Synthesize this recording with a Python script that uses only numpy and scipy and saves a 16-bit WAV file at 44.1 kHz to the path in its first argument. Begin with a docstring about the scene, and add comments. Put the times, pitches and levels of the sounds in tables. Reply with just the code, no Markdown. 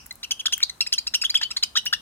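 """A low rumble and faint hiss open the scene, and the reverberant tail of an earlier chirp dies away.
Seed clicks, as decaying noise bursts, come mostly early and now and then among the chirps of
budgerigars squabbling at a seed dish in a wire cage. Each chirp is a short arch of pitch built from
harmonics, some hoarse, through a fixed throat response. The room answers with early and late
reverberation. A handheld camera close by, indoors, hears it through two ports unlike in phase and colour."""
import sys
import numpy as np
from scipy import signal
from scipy.fft import rfft, irfft, next_fast_len
from scipy.io import wavfile
from scipy.ndimage import map_coordinates

SR = 44100
rng = np.random.default_rng(int(sys.argv[2]) if len(sys.argv) > 2 else 0)


def persist_wave(psi):
    """Save psi, clipped to +-1, as 16-bit WAV."""
    counts = np.round(np.clip(psi, -1, 1) * 32767).astype(np.int16)
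    wavfile.write(sys.argv[1], SR, np.atleast_2d(counts).T)


N = 88861
TOP_HZ = 17150  # upper band limit


def amp(db):
    """Level to amplitude: 20 dB is a factor of ten."""
    return 10 ** (np.asarray(db) / 20)


def unit(x):
    """Normalization to an rms value of one."""
    return x / np.sqrt(np.mean(x ** 2) + 1e-20)


def along(points, hz):
    """Linear interpolation of (f/Hz, value) points over log frequency."""
    f, v = np.transpose(points)
    return np.interp(np.log(hz + 1), np.log(f + 1), v)


def wobble(rate_hz):
    """Band-limited random modulation: a smooth curve through rate_hz random values a second."""
    return map_coordinates(rng.standard_normal(N // 2), [np.arange(N) * rate_hz / SR])


def filtered(x, response):
    """Linear filtering: the spectrum times a frequency response."""
    m = next_fast_len(N + SR // 2)
    return irfft(rfft(x, m) * response(np.fft.rfftfreq(m, 1 / SR)), m)[..., :N]


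def coloured(x, points):
    """Spectral shaping by (f/Hz, gain/dB) points, falling away below the lowest."""
    return filtered(x, lambda hz: amp(along([(1, -120)] + list(points), hz)))


# Relative spectrum of the rumble: f/Hz, spectral level/dB
RUMBLE_SPECTRUM = [(25, -21), (50, 6), (100, -4.5), (250, -4.5), (450, -15), (1500, -28)]
# Slow drift of the rumble: t/s, level/dB before the microphone
RUMBLE_DRIFT = [(0.0, -60.5), (1.17, -62), (2.01, -59.5)]
# Relative spectrum of the hiss: f/Hz, spectral level/dB
HISS_SPECTRUM = [(500, 1.5), (900, 6.5), (1400, 6), (3000, -8.5), (15000, -3.5)]
RUMBLE_SIDE_DB, HISS_DB = -13, -55.5  # side signal re mid; hiss before the microphone


def floor():
    """Correlation of noise: rumble is nearly equal at both ports, hiss is independent at each."""
    mid, side = coloured(rng.standard_normal((2, N)), RUMBLE_SPECTRUM) * amp([[0], [RUMBLE_SIDE_DB]])
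    rumble_db = np.interp(np.arange(N) / SR, *np.transpose(RUMBLE_DRIFT))
    rumble = unit(np.array([mid - side, mid + side])) * amp(rumble_db)
    hiss = unit(coloured(rng.standard_normal((2, N)), HISS_SPECTRUM))
    return rumble + amp(HISS_DB) * hiss


FADING_DB, FADING_HZ = -48.5, 2720  # level at t = 0 before the microphone; centre of the pitch band
FADING_DB_PER_S = 200


def fading():
    """Exponential reverberant decay: noise bands at an earlier chirp's pitch and second harmonic."""
    def bands(hz):
        return sum(np.exp(-((hz / k - FADING_HZ) / 400) ** 2) for k in (1, 2))

    tail = unit(filtered(rng.standard_normal((2, N)), bands))
    return tail * amp(FADING_DB - FADING_DB_PER_S * np.arange(N) / SR)


# Clicks: t/s, initial level of the bright part/dB before colouring, dull part re bright/dB
SEED_CLICKS = [(0.0611, -53, 5), (0.065, -51, -7), (0.1261, -50.5, -31), (0.156, -53.5, -29),
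               (0.5792, -38.5, 7), (0.604, -73.5, 46), (1.8558, -41.5, -1)]
# Colour of the bright part, a cracking husk: f/Hz, gain/dB
HUSK_COLOUR = [(2500, -18), (6000, 15.5), (15500, 33)]
# Colour of the dull part, a tapped dish: f/Hz, gain/dB
DISH_COLOUR = [(700, -44), (1500, 15), (6000, -7.5)]
CLICK_T60_S, DULL_T60_S = .005, .015


def clicks():
    """Impulsive excitation: seed husks crack as short bright noise, with more or less dull dish tap."""
    bright, dull = np.zeros(N + SR), np.zeros(N + SR)
    t = np.arange(SR // 20) / SR
    for start, level_db, dull_db in SEED_CLICKS:
        crack, tap = rng.standard_normal((2, len(t)))
        i = round(start * SR)
        span = slice(i, i + len(t))
        bright[span] += amp(level_db) * 1000 ** (-t / CLICK_T60_S) * crack
        dull[span] += amp(level_db + dull_db) * 1000 ** (-t / DULL_T60_S) * tap
    return coloured(bright[:N], HUSK_COLOUR) + coloured(dull[:N], DISH_COLOUR)


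# Reverberation time of the room tail: f/Hz, t60/s
ROOM_T60 = [(1500, .16), (3000, .33), (4500, .2)]
ROOM_DB, GAP_S = -17, 0.0028  # energy of the tail response at the left; delay of the whole answer
NEAR_DB, NEAR_T60_S = -14, .05  # quick answers from cage and near wall


def room(x):
    """Convolution with decaying noise: quick cage and wall answers plus a tail that dies by band."""
    out, block, size = np.zeros((2, N + SR)), SR // 10, SR // 2
    # the room answer is redrawn every tenth of a second, so its random tail varies
    for i in np.arange(0, N, block):
        hz, t, z = signal.stft(rng.standard_normal((2, size)), SR, nperseg=256)
        decay = 1000 ** (-t / along(ROOM_T60, hz)[:, None])
        tail = signal.istft(z * decay, SR, nperseg=256)[1][:, :size]
        near = rng.standard_normal(tail.shape) * 1000 ** (-np.arange(size) / SR / NEAR_T60_S)
        answer = amp(ROOM_DB) * tail / np.linalg.norm(tail[0])
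        answer += amp(NEAR_DB) * near / np.linalg.norm(near[0])
        wet = signal.fftconvolve(x[None, i:i + block], answer, axes=1)
        out[:, i + round(GAP_S * SR):][:, :wet.shape[1]] += wet
    return out[:, :N]


# Chirps: t/s, length/s (the release runs slightly past it), rising share (0-1, kept off the ends),
# first f/Hz, top f/Hz, last f/Hz, level at the top/dB before the throat,
# second harmonic re that level/dB, hoarseness (0-1, before the onset adds more)
CHIRP_ARCHES = [(0.107, 0.011, 0.45, 2180, 2041, 2030, -29, -10, 0),
                (0.229, 0.025, 0.68, 1633, 3020, 2240, -29, -7, 0.28),
                (0.307, 0.02, 0.56, 1715, 3127, 2520, -22, -1.5, 0.2),
                (0.392, 0.025, 0.46, 2580, 3323, 2030, -29.5, -5, 0),
                (0.455, 0.02, 0.61, 1020, 3375, 2600, -21, -7, 0.35),
                (0.475, 0.0036, 0.5, 1400, 1590, 1400, -40, -11, 0.1),
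                (0.481, 0.003, 0.1, 1550, 1645, 1190, -23, -4, 0.23),
                (0.523, 0.024, 0.58, 1235, 3236, 2670, -21.5, 0, 0.22),
                (0.612, 0.026, 0.48, 2900, 2230, 1970, -31, -21, 0.2),
                (0.627, 0.013, 0.8, 1526, 2332, 2190, -29.5, 7.5, 0.3),
                (0.694, 0.011, 0.41, 1620, 2098, 1950, -29, -2.5, 0.13),
                (0.805, 0.028, 0.29, 1496, 2747, 2640, -25, 0, 0.29),
                (0.862, 0.018, 0.87, 1390, 2700, 2580, -29.5, -2.5, 0.2),
                (0.922, 0.03, 0.49, 1046, 3105, 2470, -26, 4, 0.25),
                (0.978, 0.016, 0.71, 1440, 2412, 2220, -31.5, 4.5, 0.18),
                (1.066, 0.02, 0.61, 1370, 2680, 2500, -33, 1, 0.34),
                (1.137, 0.028, 0.72, 1320, 2960, 2530, -24, 1, 0.23),
                (1.142, 0.015, 0.74, 2640, 3090, 3130, -25.5, -5, 0.24),
                (1.213, 0.021, 0.49, 1837, 2713, 2200, -27, 1.5, 0.14),
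                (1.236, 0.033, 0.52, 970, 3357, 2820, -21, -11, 0.25),
                (1.295, 0.017, 0.78, 1560, 2395, 2250, -32.5, 5, 0.25),
                (1.341, 0.033, 0.5, 1233, 3427, 2710, -18, -13.5, 0.21),
                (1.37, 0.016, 0.42, 1820, 2607, 2140, -28.5, -2, 0.14),
                (1.411, 0.011, 0.93, 1280, 1967, 1900, -23.5, -36, 0.38),
                (1.417, 0.0325, 0.37, 2030, 3124, 2660, -28, -38, 0.29),
                (1.429, 0.0132, 0.64, 1430, 2282, 2130, -31, 0.5, 0.25),
                (1.444, 0.028, 0.5, 2900, 3045, 3030, -28.5, -40, 0.05),
                (1.504, 0.021, 0.55, 1780, 2810, 2040, -32.5, -2, 0.37),
                (1.563, 0.02, 0.5, 1450, 2175, 1940, -31.5, 1.5, 0.41),
                (1.625, 0.016, 0.95, 1220, 2427, 2430, -28.5, 5, 0.32),
                (1.629, 0.022, 0.42, 2356, 3003, 2980, -28.5, -1, 0.29),
                (1.753, 0.026, 1, 1086, 1912, 1880, -24.5, -0.5, 0.37),
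                (1.77, 0.031, 0.36, 2250, 2940, 2990, -25, -7.5, 0.25),
                (1.858, 0.025, 0.55, 950, 2950, 2910, -22.5, -7, 0.11),
                (1.926, 0.014, 0.9, 1273, 1832, 1700, -14.5, -11, 0.2),
                (1.933, 0.023, 0, 2770, 2927, 2810, -24.5, -7.5, 0.2)]
# Response of the throat: f/Hz, gain/dB
THROAT_RESPONSE = [(700, -8), (1500, 4.5), (2200, -8), (3100, 2), (3800, 10), (5000, 8.5), (7000, -4),
                   (12500, -2.5)]
ATTACK_S, RELEASE_S = 0.0028, 0.0064
ARCH, SWELL_DB = 1.9, 9.5  # roundness (1 straight flanks, 2 a parabola); loss at the feet of the arch
THIRD_DB, OVERTONE_FALL_DB = -2, 5  # third harmonic re second; further loss for each higher one
PURIFY_DB = 14  # upper harmonics lose this over the falling flank
HALF_DB, HALF_GROWS_DB = -45, 66  # half-order tones: level when clear, gain per unit hoarseness
# per unit hoarseness: random values a second, depth in level, share of pitch
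FLUTTER_HZ, FLUTTER_DB, WAVER = 450, 16, .1
GRIT_HZ, GRIT = 1200, .6  # random values a second; phase smear/rad per harmonic order and hoarseness
ROUGH_START, RASP_DB, RASP_S = .2, -8, .01  # onset: extra hoarseness, noise, their time constant


def chirps():
    """Source and filter: harmonics of an arching pitch, roughened by modulation, pass the throat."""
    voice, air = np.zeros(N + SR), rng.standard_normal(N)
    flutter = np.tanh([wobble(FLUTTER_HZ) for _ in range(4)])
    waver, grit = wobble(FLUTTER_HZ), wobble(GRIT_HZ)
    for start, length, rise, first, top, last, db, second_db, hoarse in CHIRP_ARCHES:
        i = round(start * SR)
        t = np.arange(round((length + RELEASE_S / 2) * SR)) / SR
        span = slice(i, i + len(t))
        u, rise = t / length, np.clip(rise, 1 / 20, 1 - 1 / 20)
        onset = np.exp(-t / RASP_S)
        hoarse = np.clip(hoarse, 0, 1) + ROUGH_START * onset

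        # down is 0 at the top of the arch and 1 at its feet
        down = np.where(u < rise, 1 - u / rise, (u - rise) / (1 - rise)) ** ARCH
        foot_hz = np.where(u < rise, first, last)
        hz = (top - (top - foot_hz) * down) * (1 + WAVER * hoarse * waver[span])
        phase = 2 * np.pi * np.cumsum(hz) / SR
        edges = np.clip(np.minimum(t / ATTACK_S, (t[-1] - t) / RELEASE_S), 0, 1)
        shape = amp(db - SWELL_DB * down) * np.sin(np.pi / 2 * edges) ** 2

        strongest_db = max(0, second_db)
        upper_db = second_db - PURIFY_DB * down * (u > rise)
        half_db = strongest_db + HALF_DB + HALF_GROWS_DB * hoarse
        partials = [(1, 0.032), (2, upper_db)]  # order, level/dB
        partials += [(k + .5, half_db) for k in range(4)]
        partials += [(3 + k, upper_db + THIRD_DB - OVERTONE_FALL_DB * k) for k in range(6)]
        for j, (order, level_db) in enumerate(partials):
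            level_db = level_db + FLUTTER_DB * hoarse * flutter[j % len(flutter), span]
            tone = np.sin(order * phase + GRIT * order * hoarse * grit[span])
            voice[span] += shape * amp(level_db) * tone * (order * hz < TOP_HZ)
        voice[span] += shape * amp(strongest_db + RASP_DB) * onset * air[span]
    return coloured(voice[:N], THROAT_RESPONSE)


# Phase lead of the left port for direct sound: f/Hz, phase/rad
PORT_LEAD = [(700, 0), (1500, 1.8), (2300, .6), (4000, 2.7), (5900, 3.6), (7400, 6.5), (8400, 3.6),
             (9500, 2.8), (11000, 0), (13000, -3), (15700, -6.3)]


def scene():
    """Superposition: near sounds reach the ports with a phase lead; all else is spread."""
    near = clicks() + chirps()
    direct = filtered(near, lambda hz: np.array([1 + 0 * hz, np.exp(-1j * along(PORT_LEAD, hz))]))
    return floor() + fading() + direct + room(near)


# Colour shared by both ports: f/Hz, gain/dB
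MICROPHONE_RESPONSE = [(8000, 2), (9200, 2.5), (10500, -1), (13800, -5), (15600, -7.5), (17000, -30)]
# Left port over right: f/Hz, level difference/dB
PORT_DIFFERENCE = [(60, -3), (350, 0), (1300, 8), (2000, 6), (2600, .6)]


def record(dry):
    """Transducer response: the ports differ in colour, and nothing is kept above the band limit."""
    def ports(hz):
        right_loss_db = np.array([0 * hz, along(PORT_DIFFERENCE, hz)])
        return amp(along(MICROPHONE_RESPONSE, hz) - right_loss_db) * (hz < TOP_HZ)

    return filtered(dry, ports)


dry = scene()
out = record(dry)
persist_wave(out)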